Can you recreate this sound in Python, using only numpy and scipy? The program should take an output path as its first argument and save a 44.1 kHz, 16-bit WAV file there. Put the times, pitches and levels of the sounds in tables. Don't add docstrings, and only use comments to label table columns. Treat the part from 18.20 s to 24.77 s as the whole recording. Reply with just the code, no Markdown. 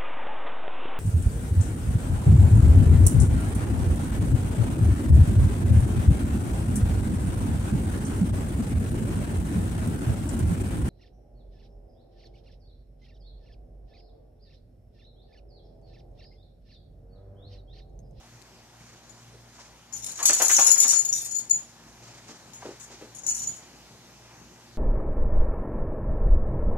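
import sys
import numpy as np
from scipy import signal
from scipy.fft import rfft, irfft, next_fast_len
from scipy.io import wavfile
from scipy.ndimage import uniform_filter1d, map_coordinates

SR = 44100
rng = np.random.default_rng(int(sys.argv[2]) if len(sys.argv) > 2 else 0)


def amplitude_ratio(level_db):
    exponent = np.asarray(level_db, float) / 20
    return 10 ** exponent


def generate_wav(signal):
    frames = np.transpose(np.atleast_2d(signal))
    scaled = np.clip(frames, -1, 1) * 32767
    pcm = np.round(scaled).astype(np.int16)
    wavfile.write(sys.argv[1], SR, pcm)


N = 289858

# hz, density_db_per_hz
HISS_COLOUR = [(18, -42), (30, -17), (91, -7.5), (131, 0), (271, -6.5), (360, -4.5), (409, -9.5),
               (867, -7.5), (1210, -13.5), (1660, -13), (3510, -16), (6690, -14.5), (8900, -24.5),
               (13500, -28), (14600, -29)]
# time_s, level_db
HISS_LEVEL = [(0, -55.5), (2, -55.5), (4, -53.5), (5.3, -52.5), (6.57, -54)]
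# pitch_hz, rms_db
FRIDGE_HUM = [(58.6, -66.5), (117.5, -63), (235, -67.5)]
# hz, likeness_0_to_1
PORT_LIKENESS = [(60, 0.81), (150, 0.94), (370, 0.87), (920, 0.77), (2280, 0.94), (5680, 0.039),
                 (14100, 0.03)]
# hz, left_over_right_db
PORT_LEAN = [(60, -4), (150, 1.5), (370, 1.5), (920, 1), (2280, 0.5), (5680, -0.5), (14100, 5)]
# hz, left_over_right_db
DOG_SIDE = [(300, -3.5), (4000, -9.5), (7000, 3), (10000, 2.5), (12000, 11.5), (14000, 16.5)]
# hz, t60_s
TILE_DECAY = [(200, 0.21), (1000, 0.29), (6900, 0.33), (14000, 0.14)]
# hz, density_db_per_hz
FUR_COLOUR = [(250, -12), (500, -5.5), (1200, -4), (3500, -8), (6700, -0.5), (9000, -16), (14000, -39.5)]
# start_s, peak_db, t60_s
STROKES = [(0.0, -67, 0.94), (0.59, -57, 2.9), (1.33, -55, 0.64), (1.38, -49, 0.35), (1.85, -47.5, 5.6),
           (2.44, -38, 0.96), (2.6, -48, 1.1), (2.72, -38, 0.33), (2.94, -65, 0.69), (3.3, -60.5, 4.5),
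           (3.82, -49.5, 1.1), (4.07, -46, 0.46), (4.4, -46.5, 1.07), (4.7, -45.5, 0.5), (5.06, -56, 1.3),
           (5.16, -54, 1.5)]
# start_s, peak_db
CLICKS = [
    (0.2175, -41),
    (0.2232, -33.5),
    (0.8955, -41),
    (4.3345, -38),
    (5.0655, -31),
]
# start_s, peak_db, centre_hz, t60_s
PAWS = [(0.213, -50, 226, 0.039), (0.6, -46.5, 147, 0.133), (1.139, -46, 400, 0.086),
        (1.379, -44, 970, 0.2), (3.595, -67, 237, 0.1), (3.869, -63, 385, 0.081), (4.09, -40, 322, 0.094),
        (4.417, -35, 670, 0.1), (4.446, -29.5, 408, 0.19), (4.488, -34, 377, 0.037), (4.7, -41, 326, 0.16),
        (4.807, -34.5, 355, 0.2), (6.211, -45, 213, 0.1), (6.319, -56, 310, 0.1)]
# start_s, peak_db, centre_hz, t60_s
EAR_SLAPS = [
    (1.987, -30, 952, 0.4),
    (2.095, -18.5, 410, 0.033),
    (2.198, -18.5, 717.6, 0.2),
    (2.293, -20.5, 1667, 0.12),
    (2.382, -16.5, 878.5, 0.1),
    (2.469, -31, 960, 0.072),
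    (2.557, -32.5, 1750, 0.16),
    (2.638, -30.5, 358, 0.15),
    (2.725, -34.5, 1130, 0.12),
]
# pitch_hz, level_db, t60_s
THICK_TAG = [(4520, -25, 0.4), (6930, 0, 0.26), (6912, 1.5, 0.11), (6900, -6.5, 0.175), (7650, -30, 0.106),
             (10030, -5, 0.36)]
# pitch_hz, level_db, t60_s
THIN_TAG = [(5760, -8, 0.084), (5903, -5, 0.2), (6220, -12.5, 0.17), (6830, -8.5, 0.14), (9040, -18, 0.081),
            (10100, -12, 0.17), (10660, -5, 0.12), (12390, -22, 0.04), (12680, -15, 0.14),
            (13300, -18.5, .07), (14100, -17.5, 0.12)]
# hz, density_db_per_hz
CONTACT_COLOUR = [(1470, -24.5), (2500, -15), (3980, -11), (4440, -7), (4960, -9.5), (6860, 9), (7440, 0),
                  (8620, -3), (11000, -15), (11600, -19.5), (14600, -23)]
# start_s, peak_db, thin_over_thick_db, edge_brightness_db
FAINT_STRIKES = [
    (0.893, -49.5, -18, -10),
    (1.7245, -44, 7, -3),
    (4.334, -38.5, -10, -12),
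    (4.597, -51, -10, 0),
]
WINDUP_STRIKES = [(1.7327, -31.5, -1.5, -13), (1.7622, -40.5, 8.5, 0), (1.821, -35, 1, -11),
                  (1.842, -47, -11.5, 14), (1.862, -48.5, -2, 11.5), (1.9155, -37.5, -16, 0.5),
                  (1.927, -49, -16, -3), (1.9438, -53, -3.5, -7), (1.9741, -40, 0, 0.5),
                  (2.0247, -33, 0, -7), (2.028, -15, -31, -13)]
SHAKE_STRIKES = [(2.054, -4.5, -7.5, -8), (2.0854, -28, -10, -4), (2.1317, -15, -9, -6),
                 (2.18, -18, -1, -16), (2.1898, -23, -4, -9.5), (2.218, -12, -15, -9),
                 (2.244, -18.5, -20, -9), (2.2807, -15, -6, -6), (2.3125, -15, -6, -5.5),
                 (2.3285, -13, -15, -12), (2.364, -13, -1.5, -11), (2.394, -10, -12, -13),
                 (2.444, -14.5, -16, -13), (2.465, -9, -12, -15.5), (2.514, -9, -15, -12.5),
                 (2.5786, -13, -10, -14), (2.6009, -10.5, -20, -10), (2.6268, -19, -22, -38),
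                 (2.6417, -16.5, -20, -35), (2.6795, -13, -3, -8.5), (2.705, -12.5, -10.5, -14),
                 (2.734, -18.5, -12, -19), (2.7587, -12, -25, -26), (2.7826, -13.5, -18, -21),
                 (2.8219, -31, -22.5, -20), (2.8488, -24, -30, -15.5)]
SETTLE_STRIKES = [(2.888, -26, -21, -21), (2.9266, -24.5, 12.5, -10), (2.934, -24.5, 5, -9.5),
                  (2.9506, -18.5, -22.5, -17), (2.9727, -26, -3, -11.5), (3.015, -31, -13, -8),
                  (3.046, -24.5, -15, -11.5), (3.0847, -37, -19, -23), (3.1095, -30.5, -11.5, -16),
                  (3.1214, -30, -24, -18), (3.147, -29.5, -23, -20), (3.163, -24, -21, -20),
                  (3.183, -29, -32, -16.5), (3.2197, -61, -14, -16), (3.262, -59, -2, -13),
                  (3.2956, -20.5, -14, -14.5), (3.304, -10.5, -24, -27), (3.366, -29.5, -18, -22)]
LATE_STRIKES = [(4.948, -44.5, -4, 0.5), (4.9726, -62, -14, -15), (5.0347, -32.5, -4, -20),
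                (5.065, -12, -11.5, -21.5), (5.0772, -23, -15.5, -24), (5.0856, -10, -9, -27),
                (5.0997, -21, -18, -28), (5.118, -32, -12.5, -24), (5.1465, -30, 3, -10),
                (5.163, -32.5, 1, -10.5), (5.1935, -22.5, -5.5, -12.5), (5.217, -23.5, -8, -26),
                (5.2352, -30.5, -9, -23), (5.2715, -21, -16, -21.5), (5.2878, -23.5, -21, -25),
                (5.3073, -33, -21, -24), (5.325, -39, -16, -28), (5.385, -41, -18, -28)]
# time_s, pan_left_db, slack_db (slack lets the tags chatter)
COLLAR = [(0.9, 13, 0), (1.73, 8, -0.5), (1.85, 5, -6), (1.95, 3, -2), (2.1, 7.5, 0), (2.22, 11, -0.5),
          (2.33, 7, -1.5), (2.48, 14.5, -1), (2.6, 9, -1), (2.8, 13, 1.5), (2.95, 10, -0.5),
          (3.17, 23.5, 0.5), (3.3, 6.5, -2), (4.3, 13, 4), (4.6, 6, 11.5), (5.06, -3, 1), (5.19, 5.5, 1),
          (5.4, 14, -5)]
# centre_hz, width_hz, depth_db
THINNED_BANDS = [(3700, 600, 13), (4900, 400, 10), (11450, 300, 7)]


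def unit(x):
    return x / np.sqrt(np.mean(x ** 2) + 1e-20)


def along(points, hz):
    f, v = np.transpose(points)
    return np.interp(np.log(hz + 1), np.log(f + 1), v)


def curve(rows):
    s, v = np.transpose(rows)
    return np.interp(np.arange(N) / SR, s, v, left=-150, right=-150)


def wobble(rate_hz):
    knots = rng.standard_normal(int(N * rate_hz / SR) + 4)
    return map_coordinates(knots, [np.arange(N) * rate_hz / SR])


def filtered(x, response):
    m = next_fast_len(x.shape[-1] + 8192)
    return irfft(rfft(x, m) * response(np.fft.rfftfreq(m, 1 / SR)), m)[..., :x.shape[-1]]


def resonance(f, centre, width):
    return 1j * f * width / (centre ** 2 - f ** 2 + 1j * f * width)


def add(track, s, sound):
    part = track[..., round(s * SR):][..., :sound.shape[-1]]
    part += sound[..., :part.shape[-1]]


def dying(events, rise_s):
    out, t = np.zeros(N), np.arange(SR) / SR
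    for s, db, t60 in events:
        rise = 1 - np.exp(-t / max(rise_s, 1e-4))
        add(out, s, amplitude_ratio(db - 60 * t / max(t60, .02)) * rise * (1 - t))
    return out


def paired(pair, colour):
    turn = lambda hz: np.arccos(np.clip(along(PORT_LIKENESS, hz), -1, 1)) / 2
    mid, side = filtered(pair, lambda hz: colour(hz) * [np.cos(turn(hz)), np.sin(turn(hz))])
    return np.array([mid + side, mid - side])


def background():
    z = signal.stft(rng.standard_normal((2, N)), nperseg=512)[2]
    patches = uniform_filter1d(rng.standard_normal(z.shape[1:]), size=12, axis=0)
    patches = uniform_filter1d(patches, size=16, axis=1)
    pair = signal.istft(z * amplitude_ratio(1.5 * unit(patches)), nperseg=512)[1][:, :N]
    hiss = unit(paired(pair, lambda hz: amplitude_ratio(along(HISS_COLOUR, hz))))
    hiss = amplitude_ratio(curve(HISS_LEVEL) + 1.0) * hiss
    t, hum = np.arange(N) / SR, 0
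    for hz, db in FRIDGE_HUM:
        level = np.sqrt(2) * amplitude_ratio(db + 3.8 * wobble(7.8))
        hum = hum + level * np.sin(2 * np.pi * hz * t + .4 * wobble(2.6))
    return hiss + hum


def room(x, wet_db, reach):
    out, hop = np.zeros((2, N + SR)), SR // 8
    window = np.hanning(2 * hop + 1)[:-1]
    padded = np.pad(x, (hop, 2 * hop))
    for start in range(0, N, hop):
        hz, tail_s, z = signal.stft(rng.standard_normal((2, SR // 2)), SR, nperseg=64)
        decay = amplitude_ratio(-60 * tail_s / (reach * along(TILE_DECAY, hz)[:, None]))
        tail = paired(signal.istft(z * decay, SR, nperseg=64)[1], np.ones_like)
        piece = padded[start:start + 2 * hop] * window
        add(out, start / SR, signal.fftconvolve(piece[None], tail / np.linalg.norm(tail[0]), axes=1))
    return amplitude_ratio(wet_db) * out[:, hop:hop + N]


def brushing():
    grain = amplitude_ratio(2.0 * wobble(60)) * rng.standard_normal((2, N))
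    ears = dying([(s, db - 11, 0.33) for s, db, _, _ in EAR_SLAPS], rise_s=0.0088)
    stirring = amplitude_ratio(-66)
    level = stirring + ears + dying(STROKES, rise_s=0.02)
    return level * unit(paired(grain, lambda hz: amplitude_ratio(along(FUR_COLOUR, hz))))


def clicks():
    out, t = np.zeros((2, N)), np.arange(SR // 100) / SR
    for s, db in CLICKS:
        puff = amplitude_ratio(-60 * t / 0.004) * rng.standard_normal((2, len(t)))
        tick = filtered(puff, lambda f: resonance(f, 5000, 4300) ** 2)
        add(out, s, amplitude_ratio(db + np.array([[6], [-6]])) * tick / np.abs(tick).max())
    return out


def thuds(events, sharpness, snap_db, low_hz):
    out, t = np.zeros(N), np.arange(SR // 4) / SR
    for s, db, hz, t60 in events:
        puff = amplitude_ratio(-60 * t / max(t60, .01)) * (1 - np.exp(-t / 0.0059)) * rng.standard_normal(len(t))
        tone = lambda f: resonance(f, hz, hz / sharpness) ** 2 + amplitude_ratio(snap_db) * resonance(f, 800, 2400) ** 2
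        body = filtered(puff, lambda f: tone(f) * (1j * f / (low_hz + 1j * f)) ** 3)
        add(out, s, amplitude_ratio(db) * body / np.abs(body).max())
    return out


def strikes():
    rows = sorted(WINDUP_STRIKES + SHAKE_STRIKES + SETTLE_STRIKES + LATE_STRIKES + FAINT_STRIKES)
    s, db, thin_db, bright_db = np.transpose(rows)
    at, pan_db, slack_db = np.transpose(COLLAR)
    flight_s = np.diff(s, append=9)
    damping = 0.8 + 6 * np.minimum(flight_s, 0.05)
    chatter_db = db + bright_db + np.interp(s, at, slack_db) - 7
    return np.transpose([s, db, np.interp(s, at, pan_db), thin_db, bright_db, damping, flight_s, chatter_db])


def chatter():
    contacts = (rng.random(N) < 3000 / SR) * amplitude_ratio(3.36 * wobble(90)) * rng.standard_normal(N)
    level = dying([(s, db, 0.3) for s, *_, db in strikes()], rise_s=0.0058)

    def colour(f):
        metal = amplitude_ratio(0.5)
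        for k, (hz, db, _) in enumerate(THICK_TAG + THIN_TAG):
            metal = metal + (-1) ** k * amplitude_ratio(db) * resonance(f, hz, 80)
        return amplitude_ratio(along(CONTACT_COLOUR, f)) * metal

    band = np.std(filtered(contacts, lambda f: colour(f) * (abs(f - 8500) < 1000)))
    return amplitude_ratio(-3.5) * filtered(level * contacts / band, colour) * amplitude_ratio([[2.5], [-2.5]])


def ring(modes, t, damping, bright_db, swing, twirl_hz):
    hz, db, t60 = np.transpose(modes)[:, :, None]
    chance = rng.standard_normal((5, len(modes), 1))
    fade_db = 60 * t / (t60 * np.clip(damping, .1, 3))
    level = db + 3 * chance[0] + bright_db * (hz > 8500) - fade_db
    twirl = 1 + 0.6 * np.cos(2 * np.pi * twirl_hz * amplitude_ratio(3.59 * chance[3]) * t + 1.5 * chance[4])
    tone = np.sin(2 * np.pi * hz * (1 + swing * chance[1]) * t + 3 * chance[2])
    return np.sum(amplitude_ratio(level) * twirl * tone, axis=0)


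def tags():
    out, t = np.zeros((2, N)), np.arange(SR * 2 // 5) / SR
    for s, db, pan_db, thin_db, bright_db, damping, flight_s, _ in strikes():
        thick = ring(THICK_TAG, t, damping, bright_db, swing=0.002, twirl_hz=28.2)
        thin = ring(THIN_TAG, t, damping, bright_db - thin_db, swing=.008, twirl_hz=89.6)
        thin = amplitude_ratio(thin_db + 6.5) * thin
        burst = amplitude_ratio(bright_db + 21.5 - 60 * t / 0.027) * rng.standard_normal(len(t))
        crack = filtered(burst, lambda f: amplitude_ratio(along(CONTACT_COLOUR, f)))
        choke = amplitude_ratio(-9 * np.clip((t - flight_s) / 0.0015 + 1, 0, 1))
        onset = 1 - np.exp(-t / 0.00089)
        strike = amplitude_ratio(db - 10) * onset * choke * (thick + thin + crack)
        add(out, s, strike * amplitude_ratio([[pan_db / 2], [-pan_db / 2]]))
    return out


def scene():
    metal = tags() + chatter()
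    ears = thuds(EAR_SLAPS, sharpness=1.16, snap_db=-3, low_hz=196.8)
    paws = thuds(PAWS, sharpness=1.03, snap_db=-18.5, low_hz=79.3)
    skin = ears + paws
    centre = metal.mean(axis=0)
    near_walls = room(centre, wet_db=-2.0, reach=0.059) * amplitude_ratio([[3], [-3]])
    scattered = amplitude_ratio(-4) * metal + near_walls
    near = filtered(scattered, lambda f: amplitude_ratio(np.outer([.5, -.5], along(DOG_SIDE, f)))) + skin
    far = room(centre, wet_db=-3, reach=0.59) + room(skin, wet_db=-6.0, reach=1.0)
    return near + far + brushing() + background() + clicks()


def thinned(x, under_db, low_hz):
    mid, side = (x[0] + x[1]) / 2, (x[0] - x[1]) / 2
    hz, _, z = signal.stft(mid, SR, window="cosine", nperseg=2048)
    edges = np.arange(0, len(hz), 16)
    power = np.add.reduceat(abs(z) ** 2, edges)
    treble = np.median(power[(hz[edges] > 5200) & (hz[edges] < 14000)], axis=0)
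    poor_db = 0
    for centre, width, db in THINNED_BANDS:
        poor_db = poor_db + db * np.exp(-((hz[edges] + 170 - centre) / width) ** 2)
    mood_db = 4 * unit(uniform_filter1d(rng.standard_normal(power.shape), size=3, axis=1))
    kept = power > amplitude_ratio(2 * (under_db + poor_db[:, None] + mood_db)) * treble
    kept = kept[np.arange(len(hz)) // 16] | (hz < low_hz)[:, None]
    mid = signal.istft(z * kept, SR, window="cosine", nperseg=2048)[1][:N]
    return np.array([mid + side, mid - side])


def band_limit(x):
    return signal.sosfilt(signal.butter(12, 14700, fs=SR, output="sos"), x)


def record(dry):
    lean = lambda f: amplitude_ratio(np.outer([.5, -.5], along(PORT_LEAN, f)))
    delay = lambda f: np.exp(-1j * np.pi * np.outer([1, -1], f) * 3.62 / SR)
    heard = np.clip(filtered(dry, lambda f: lean(f) * delay(f)), -.9, .9)
    mix = thinned(heard, under_db=-19, low_hz=2220)
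    mix = filtered(mix, lambda f: 1 / (1 + (f / 14280) ** 300))
    return band_limit(np.clip(mix, -1, 1))


dry = scene()
out = record(dry)
generate_wav(out)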